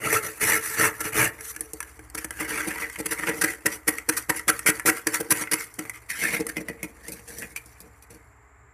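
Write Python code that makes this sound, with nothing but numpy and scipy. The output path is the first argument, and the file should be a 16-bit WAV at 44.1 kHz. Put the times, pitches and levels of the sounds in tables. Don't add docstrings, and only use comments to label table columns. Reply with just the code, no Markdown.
import sys
import numpy as np
from scipy import signal
from scipy.fft import rfft, irfft, next_fast_len
from scipy.io import wavfile
from scipy.ndimage import uniform_filter1d, map_coordinates

SR = 44100
rng = np.random.default_rng(int(sys.argv[2]) if len(sys.argv) > 2 else 0)


def put_to_file(sound):
    columns = np.atleast_2d(sound).T
    safe = np.clip(columns, -1, 1)
    whole_steps = np.round(safe * 32767)
    wavfile.write(sys.argv[1], SR, whole_steps.astype(np.int16))


N = 385409


def amp(db):
    return 10 ** (np.asarray(db) / 20)


def unit(x):
    return x / np.sqrt(np.mean(x ** 2) + 1e-20)


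def along(points, hz):
    f, v = np.transpose(points)
    return np.interp(np.log(hz + 1), np.log(f + 1), v)


def wobble(rate):
    knots = rng.standard_normal(int(N * rate / SR) + 4)
    coarse = np.arange(0, N, 16)
    smooth = map_coordinates(knots, [coarse * rate / SR])
    return np.interp(np.arange(N), coarse, smooth)


def filtered(x, response):
    m = next_fast_len(N + SR // 2)
    hz = np.fft.rfftfreq(m, 1 / SR)
    return irfft(rfft(x, m) * response(hz), m)[..., :N]


def ring(force, response):
    return signal.oaconvolve(force, response)[:N]


def add(track, s, piece):
    part = track[..., max(round(s * SR), 0):][..., :piece.shape[-1]]
    part += piece[..., :part.shape[-1]]


# (f/Hz, level/dB)
HUM_TONES = [(57, 1.5), (70, 1.5), (113, -12), (280, -11.5), (452, -29.5)]
# (t/s, level/dB)
HUM_SWELL = [(0.1, -61), (1.35, -57.5), (2.16, -50), (3.63, -57.5), (4.57, -54), (5.42, -66), (6.49, -54),
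             (8.6, -58)]
# (f/Hz, level/dB per Hz)
ROOM_COLOUR = [(18, -70), (30, -22), (55, -12), (81, -19), (113, -1.5), (151, -28.5), (367, -25.5),
               (420, -13), (535, -33), (639, -21), (1220, -17.5), (1360, -21), (2100, -20.5), (3020, -43.5),
               (6000, -64), (7800, -75.5), (13200, -120)]
# (f/Hz, level/dB per Hz)
HISS_COLOUR = [(3000, -29.5), (6400, -22), (7000, -1.5), (7600, 2.5), (8300, -21), (14000, -24)]
HUM_DB = -5


def background():
    t = np.arange(N) / SR
    hum = sum(amp(db) * unit(np.sin(2 * np.pi * hz * t + 0.8 * wobble(6.8))) for hz, db in HUM_TONES)
    hum_level = amp(HUM_DB + np.interp(t, *np.transpose(HUM_SWELL)))

    def noise(colour):
        return unit(filtered(rng.standard_normal(N), lambda hz: amp(along(colour, hz))))

    return hum_level * hum + amp(-56.5) * noise(ROOM_COLOUR) + amp(-70.5) * noise(HISS_COLOUR)


# (f/Hz, fade time/s)
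CABINET_FADE = [(100, 0.22), (400, 0.34), (1500, 0.24), (5000, 0.032), (13000, 0.27)]


def cabinet(x):
    hz, t, z = signal.stft(rng.standard_normal(SR // 3), SR, nperseg=256)
    fade = amp(-60 * t / along(CABINET_FADE, hz)[:, None])
    tail = signal.istft(z * fade, SR, nperseg=256)[1]
    delayed = np.pad(tail, (SR // 300, 0))
    return ring(x, delayed / np.linalg.norm(tail))


def fractures(rate, spread_db, powder):
    happens = rng.random(N) < rate / SR
    sign = rng.choice([-1, 1], N)
    size = amp(spread_db * np.clip(rng.standard_normal(N), -2, 2))
    return unit(unit(happens * sign * size) + powder * rng.standard_normal(N))


# (t/s, f/Hz)
RASP = [(0.0, 2130), (0.15, 1800), (2.45, 1640), (2.69, 2000), (4.87, 1810), (5.33, 1520), (5.4, 2120),
        (6.77, 2010), (7.03, 1720), (7.13, 2390), (7.3, 1620), (7.6, 2380)]


def shifting(force, patchy_db, rasp_db=0, rasp_width_hz=300):
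    hz, t, z = signal.stft(force, SR, nperseg=512)
    field = uniform_filter1d(rng.standard_normal(z.shape), size=3, axis=0)
    field = uniform_filter1d(field, size=5, axis=1)
    flakes = unit(amp(patchy_db * unit(field)))
    offset_hz = hz[:, None] - np.interp(t, *np.transpose(RASP))
    rasp = 1 / (1 + (2 * offset_hz / rasp_width_hz) ** 2)
    return signal.istft(z * flakes * amp(rasp_db * (rasp - 0.4722)), SR, nperseg=512)[1][:N]


# (f/Hz, width/Hz, lift/dB)
NARROW_PEAKS = [(1352, 13.3, 5.5), (1630, 15, 8.5), (1944, 13, 0.5), (4545, 140, 7.5), (5886, 320, 6),
                (8100, 32, 5), (8300, 65, -2.5), (10600, 87, 5), (11130, 91, 6.5), (12570, 58, -4.5)]


def body(spectrum, size=2048):
    f = np.fft.rfftfreq(size, 1 / SR)
    peaks = sum(lift / (1 + (2 * (f - hz) / width) ** 2) for hz, width, lift in NARROW_PEAKS)
    cepstrum = irfft(np.log(amp(along(spectrum, f) + peaks) + 1e-6))
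    cepstrum[1:size // 2] *= 2
    cepstrum[size // 2 + 1:] = 0
    h = irfft(np.exp(rfft(cepstrum)))
    return h / np.linalg.norm(h)


FROST_COAT = signal.butter(N=3, Wn=[90, 900], btype="band", fs=SR, output="sos")


def panel(modes, size=8192):
    f = np.fft.rfftfreq(size, 1 / SR)
    modal = sum(amp(db) * 1j * f * w / (c * c - f * f + 1j * f * w) for c, w, db in modes)
    h = signal.sosfilt(FROST_COAT, irfft(modal))
    return h / np.linalg.norm(h)


def crunch(drive, forces, liner, tool, ice):
    responses = (panel(liner), body(tool), body(ice))
    return np.array([ring(force, h) for force, h in zip(drive * forces, responses)])


# (f/Hz, width/Hz, level/dB)
LINER_SCRAPER = [(109, 26, -4), (181, 150, -15.5), (311, 36, -3.5), (434, 23, 1.5), (580, 51, -14)]
LINER_SCOOP = [(114.7, 8, -9), (190.4, 97, -7.5), (309.8, 27.3, 7), (453, 34, 2.5), (568, 11, -14),
               (740, 39, -8)]
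LINER_SHELF = [(190, 32, 0.5), (223, 41, 1.5), (292, 42, 5.5), (459, 25, 7), (598, 11, -21.5)]
# (f/Hz, level/dB per Hz)
TOOL_SCRAPER = [(410, -20.5), (700, -30.5), (826, -17), (894, -5), (1040, -12), (1310, -3.5), (1570, -8),
                (2070, -3), (2940, -12), (3120, -29.5), (3400, -21.5), (4420, -65.5), (7480, -120)]
TOOL_SCOOP = [(410, -23), (700, -62), (763, -18.5), (831, -21.5), (949, 0), (1080, -9), (1160, 0),
              (1550, 1.5), (1690, -1), (1940, 4.5), (2110, 3.5), (2270, 1.5), (3400, -12), (4420, -49),
              (7480, -120)]
TOOL_SWEEP = [(410, -50), (700, -19), (1310, -11), (1780, 1), (1950, -0.5), (2170, 1), (3100, -12),
              (3400, -15), (4420, -17), (7480, -120)]
TOOL_SHELF = [(530, -144), (900, 7), (1190, 7), (1480, 1), (2270, 6), (2440, 19.5), (2710, 5), (2960, 8),
              (3400, -4), (4420, -114), (7480, -120)]
# (f/Hz, level/dB per Hz)
ICE_SCRAPER = [(1900, -32), (3200, -10), (4200, -8), (5300, -8), (5850, -1), (6900, -3.5), (8200, 0.5),
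               (10200, 4.5), (11800, -1), (13400, 3), (14400, -6)]
ICE_SCOOP = [(1900, -29.5), (3200, -12), (4000, -6.5), (4550, -3.5), (5250, -2), (5950, -1), (7000, -1),
             (9800, 6), (11000, 3), (12100, -1), (13400, 2), (14400, -1.5)]
ICE_TICK = [(1880, -21), (3200, -20.5), (4060, -17), (4500, -13), (6270, -5), (7340, -8), (7870, -1),
            (10000, 1.5), (14400, -9.5)]
SWAP_S, SWEEP_S = 1.9, 6.05


def breaking(work, ticks, knocks, forces):
    t = np.arange(N) / SR
    scraper = work * (t < SWAP_S)
    scoop = work * (t >= SWAP_S) * (t < SWEEP_S)
    sweep = work * (t >= SWEEP_S)
    return (crunch(scraper, forces, LINER_SCRAPER, TOOL_SCRAPER, ICE_SCRAPER)
            + crunch(scoop, forces, LINER_SCOOP, TOOL_SCOOP, ICE_SCOOP)
            + crunch(sweep, forces, LINER_SHELF, TOOL_SWEEP, ICE_SCOOP)
            + crunch(ticks, forces, LINER_SCOOP, TOOL_SCOOP, ICE_TICK)
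            + crunch(knocks, forces, LINER_SHELF, TOOL_SHELF, ICE_SCOOP))


def glancing(ice):
    strength = np.sqrt(np.abs(uniform_filter1d(ice ** 2, size=64)))
    scatter = ring(strength * rng.standard_normal(N), body(ICE_SCOOP))
    treble = [(3500, -70), (4200, -11), (8000, 0)]  # (f/Hz, level/dB)
    return filtered(scatter, lambda hz: amp(along(treble, hz)))


TRICKLE_DB, TRICKLE_S = (-23, -25, -25.5), 0.13


def trickling(drive):
    keep = np.exp(-1 / (TRICKLE_S * SR))
    power = signal.lfilter([1 - keep], [1, -keep], drive ** 2)
    return amp(TRICKLE_DB)[:, None] * np.sqrt(power)


# (t/s, liner level/dB, tool level/dB, ice level/dB)
TICKS = [(1.408, -44, -31, -30.5), (1.563, -34.5, -28, -32.5), (1.608, -33, -35, -26),
         (1.734, -26.5, -67, -28), (1.804, -56, -25.5, -28), (1.828, -46, -27, -33), (1.992, -36, -38, -49),
         (2.1, -70, -54, -42.5), (2.245, -23, -24, -25), (2.307, -37, -25.5, -31.5),
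         (2.898, -54, -26.5, -39), (2.958, -55, -25.5, -37), (3.235, -28.5, -18.5, -41.5),
         (3.984, -35, -23.5, -30), (4.592, -38, -24.5, -30.5), (4.797, -48, -20.5, -29),
         (5.411, -38, -34, -31), (5.437, -43, -23, -41), (5.473, -51, -23.5, -48), (5.74, -62, -61, -40),
         (5.852, -34, -32, -44), (5.896, -62.5, -28.5, -28), (6.467, -39, -26.5, -25.5)]
TICK_DECAY_S = .0035
TICK_CRUMBS_DB = 13


def tapping(table, decay, gain_db):
    drive, t = np.zeros((3, N)), np.arange(SR // 20) / SR
    for s, *levels in table:
        add(drive, s, amp(np.array(levels) + gain_db)[:, None] * np.exp(-t / decay))
    return drive


def clinks(table, decay, gain_db):
    track, t = np.zeros(N), np.arange(SR // 12) / SR
    for s, _, db, _ in table:
        hz = np.interp(s, *np.transpose(RASP)) * (1 + 0.038 * rng.standard_normal())
        add(track, s, amp(db + gain_db) * np.sin(2 * np.pi * hz * t) * np.exp(-t / decay))
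    return track


REBOUND_S, REBOUND_DB = .012, (-0.5, -9, -11)


def rebounding(table):
    rebounds = [(s + REBOUND_S, *np.add(levels, REBOUND_DB)) for s, *levels in table]
    return list(table) + rebounds


SPOT_DB, SPOT_DETUNE = 3, .025


def thuds(modes, blows):
    track = np.zeros(N)
    cushions = rng.uniform(0.00077, 0.0021, len(blows))
    spots = rng.standard_normal((len(blows), len(modes), 2))
    for (s, length, db), cushion_s, spot in zip(blows, cushions, spots):
        push = np.hanning(3 + int(abs(cushion_s) * SR))
        here = [(hz * (1 + SPOT_DETUNE * a), width, level + SPOT_DB * b)
                for (hz, width, level), (a, b) in zip(modes, spot)]
        thud = np.convolve(push / push.sum(), panel(here))
        add(track, s, amp(db) * np.sqrt(abs(length) * SR) * thud)
    return track


BITE_DB = -19.5
SAG_DB_PER_S, RELEASE_DB_PER_S = 28, 432.5


def pressure(length, swell, sag_db_per_s):
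    t = np.arange(SR // 3) / SR
    bite = BITE_DB * np.maximum(1 - t / swell, 0)
    sag = sag_db_per_s * np.maximum(t - swell, 0)
    release = RELEASE_DB_PER_S * np.maximum(t - length, 0)
    return amp(bite - sag - release) * np.minimum(t / .003, 1)


# (t/s, length/s, time to full pressure/s, liner level/dB, tool level/dB, ice level/dB)
STROKES = [(-0.006, 0.058, 0.053, -25.5, -20.5, -32.5), (0.071, 0.089, 0.057, -26.5, -17.5, -24.5),
           (0.215, 0.059, 0.015, -37, -32.5, -36), (0.295, 0.093, 0.023, -52, -41.5, -44.5),
           (0.397, 0.17, 0.02, -29, -20, -25), (0.603, 0.15, 0.039, -46, -32.5, -34),
           (0.76, 0.11, 0.034, -26.5, -17, -25.5), (0.923, 0.17, 0.018, -51, -44, -49),
           (1.03, 0.024, 0.014, -37, -28, -34), (1.121, 0.13, 0.061, -23.5, -15.5, -24.5),
           (1.31, 0.058, 0.025, -51, -49, -54), (1.407, 0.11, 0.043, -70, -45, -40),
           (1.577, 0.066, 0.02, -46, -49, -50), (2.318, 0.075, 0.01, -61, -44, -52.5),
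           (2.387, 0.068, 0.014, -35, -31, -40), (2.472, 0.18, 0.018, -35.5, -26.5, -35.5),
           (2.663, 0.092, 0.033, -49, -32, -44.5), (2.763, 0.075, 0.019, -38, -27.5, -39),
           (2.877, 0.13, 0.026, -61.5, -45.5, -49), (3.172, 0.073, 0.015, -41, -32.5, -44),
           (3.258, 0.026, 0.024, -29, -20, -35.5), (3.331, 0.08, 0.015, -43.5, -39, -44),
           (3.468, 0.013, 0.045, -52.5, -64, -38.5), (3.706, 0.031, 0.018, -61, -38, -41),
           (4.162, 0.01, 0.0093, -50, -30.5, -27.5), (4.35, 0.022, 0.017, -61, -36, -38.5),
           (4.957, 0.016, 0.014, -46.5, -32.5, -39.5), (5.13, 0.015, 0.016, -41.5, -21.5, -27.5),
           (5.338, 0.08, 0.029, -38, -34, -37.5), (5.584, 0.052, 0.031, -62.5, -52, -43.5),
           (5.926, 0.047, 0.012, -63, -41, -51), (6.084, 0.13, 0.02, -50.5, -31, -39),
           (6.187, 0.094, 0.043, -33.5, -23.5, -32), (6.299, 0.058, 0.043, -29.5, -22.5, -32),
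           (7.015, 0.18, 0.036, -51, -47.5, -52), (7.258, 0.25, 0.024, -45.5, -45, -45.5),
           (7.823, 0.04, 0.012, -50, -64, -75), (8.088, 0.086, 0.023, -53, -55.5, -64)]
# (t/s, liner level/dB, tool level/dB, ice level/dB)
KNOCKS = [(6.568, -23.5, -19.5, -29), (6.685, -25, -22, -32), (6.83, -27, -24.5, -27),
          (7.083, -31.5, -36, -30), (7.12, -38, -46, -25.5), (7.385, -36, -54, -30),
          (7.428, -40, -28.5, -45), (7.562, -52, -22.5, -25), (7.659, -49, -69, -41.5),
          (7.804, -45, -53, -37.5), (8.024, -59, -51, -42), (8.106, -45, -49, -42), (8.146, -49, -55, -48)]
PULL_S, PULL_SAG_DB_PER_S, PULL_DB = 0.093, 75, (-21, -18, -20)
GRAZE_S, GRAZE_DB = 0.01, (-16, -21, -24.5)


def scraping():
    drive = np.zeros((3, N))
    for s, length, swell, *levels in STROKES:
        add(drive, s, amp(levels)[:, None] * pressure(length, swell, SAG_DB_PER_S))
    pull = pressure(PULL_S, 0.0037, PULL_SAG_DB_PER_S)
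    graze = np.linspace(0, 1, int(GRAZE_S * SR))
    for s, length, *row in STABS:
        levels = stab_levels(*row)
        add(drive, s - GRAZE_S, amp(levels + GRAZE_DB)[:, None] * graze)
        add(drive, s + length, amp(levels + PULL_DB)[:, None] * pull)
    for s, *levels in KNOCKS:
        add(drive, s - GRAZE_S, amp(np.add(levels, GRAZE_DB))[:, None] * graze)
    return drive


def dragging(effort, slip_rate, slip_db, crumb_rate, crumb_share, yield_db):
    level_db = 20 * np.log10(effort + 1e-9)
    hand_db = 1.9 * wobble(45)
    slips = unit(amp(slip_db * wobble(slip_rate) + hand_db))
    falls = (rng.random(N) < crumb_rate / SR) * (0.12 + rng.random(N))
    crumbs = unit(ring(falls, np.exp(-np.arange(SR // 50) / SR / 0.0074)))
    light = np.clip(crumb_share * np.clip((-37.5 - level_db[1]) / 12, 0, 1), 0, 1)
    drive = effort * np.sqrt((1 - light) * slips ** 2 + light * crumbs ** 2)
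    return drive / (1 + (drive[1] / amp(yield_db)) ** 4) ** (1 / 4)


STAB_ICE_DB = -3.5


def stab_levels(crunch_db, liner_db):
    return np.array([liner_db, crunch_db, crunch_db + STAB_ICE_DB])


# (t/s, time until it stops/s, crunch level/dB, liner level/dB)
STABS = [(1.003, 0.012, -26.5, -33), (2.147, 0.0066, -28, -32), (2.174, 0.015, -31.5, -40),
         (2.671, 0.016, -31, -24), (2.985, 0.025, -34, -31), (3.057, 0.0089, -24, -32),
         (3.108, 0.027, -27.5, -34), (3.286, 0.011, -28, -20.5), (3.412, 0.013, -19.5, -28),
         (3.438, 0.0086, -18.5, -21), (3.657, 0.012, -19, -21.5), (3.876, 0.016, -18.5, -24.5),
         (4.089, 0.0081, -16.5, -21.5), (4.293, 0.0113, -18.5, -22.5), (4.479, 0.023, -17, -25),
         (4.66, 0.043, -19, -25.5), (4.857, 0.044, -18.5, -21.5), (5.069, 0.0051, -16.5, -21),
         (5.201, 0.0098, -27, -22.5), (5.305, 0.021, -17.5, -27), (5.513, 0.013, -22, -31.5),
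         (5.532, 0.0091, -19, -26.5), (5.788, 0.0052, -27.5, -24.5), (6.399, 0.011, -33, -22),
         (6.487, 0.012, -32, -36.5), (6.601, 0.015, -43.5, -28.5)]


def stabbing(rise, stop, lead, liner_db):
    drive, t = np.zeros((3, N)), np.arange(SR // 8) / SR
    for s, length, *row in STABS:
        levels = stab_levels(*row)
        bite = rise * amp(-.4 * (levels[2] + 14.5))
        shape = (1 - np.exp(-t / bite)) ** 2 * np.exp(-np.maximum(t - length - bite, 0) / stop)
        for track, db, early in zip(drive, np.add(levels, (liner_db, 0, 0)), (lead, 0, 0)):
            add(track, s - early - bite / 2, amp(db) * shape)
    return drive


def scene():
    lumps = fractures(rate=1800, spread_db=2.5, powder=0.64)
    crystals = fractures(rate=2600, spread_db=1.5, powder=0.94)
    tool_force = shifting(lumps, patchy_db=4.0, rasp_db=7.0, rasp_width_hz=314)
    forces = np.array([lumps, tool_force, shifting(crystals, patchy_db=3.5)])

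    contacts = rebounding(KNOCKS)
    stabs = stabbing(rise=0.00072, stop=0.0023, lead=0.0034, liner_db=-4.0)
    ticks = tapping(TICKS, decay=TICK_DECAY_S, gain_db=-1.0)
    knocks = tapping(contacts, decay=0.0055, gain_db=-5.0)
    strokes = scraping()
    crumbs = trickling(strokes + stabs + amp(TICK_CRUMBS_DB) * (ticks + knocks))
    drag = dragging(np.hypot(strokes, crumbs), slip_rate=220, slip_db=2.0,
                    crumb_rate=75, crumb_share=0.32, yield_db=-17.0)
    liner, tool, ice = breaking(np.hypot(drag, stabs), ticks, knocks, forces)

    landing = thuds(LINER_SCOOP, [(s - .005, length, db) for s, length, _, db in STABS])
    resting = thuds(LINER_SCOOP, [(s + .65 * length, length, db) for s, length, _, db in STABS])
    shelf = thuds(LINER_SHELF, [(s + 0.00195, .004, db) for s, db, _, _ in contacts])
    liner = liner + amp(-14) * landing + amp(-1.5) * resting + amp(-2.5) * shelf
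    tool = tool + clinks(contacts, decay=0.0058, gain_db=1) + clinks(TICKS, decay=0.0065, gain_db=-4.5)

    direct = amp(-2.0) * liner + amp(-1.22) * tool + amp(3.5) * ice
    echo = cabinet(amp(-10.0) * liner + amp(-11) * tool + amp(-13) * ice)
    mid = direct + echo + background()
    side = amp(-6.3) * glancing(ice)
    return np.array([mid + side, mid - side])


TOP_HZ = 14400


def record(dry):
    return filtered(dry, lambda hz: 1 / np.sqrt(1 + (np.minimum(hz / TOP_HZ, 2)) ** 440))


dry = scene()
out = record(dry)
put_to_file(out)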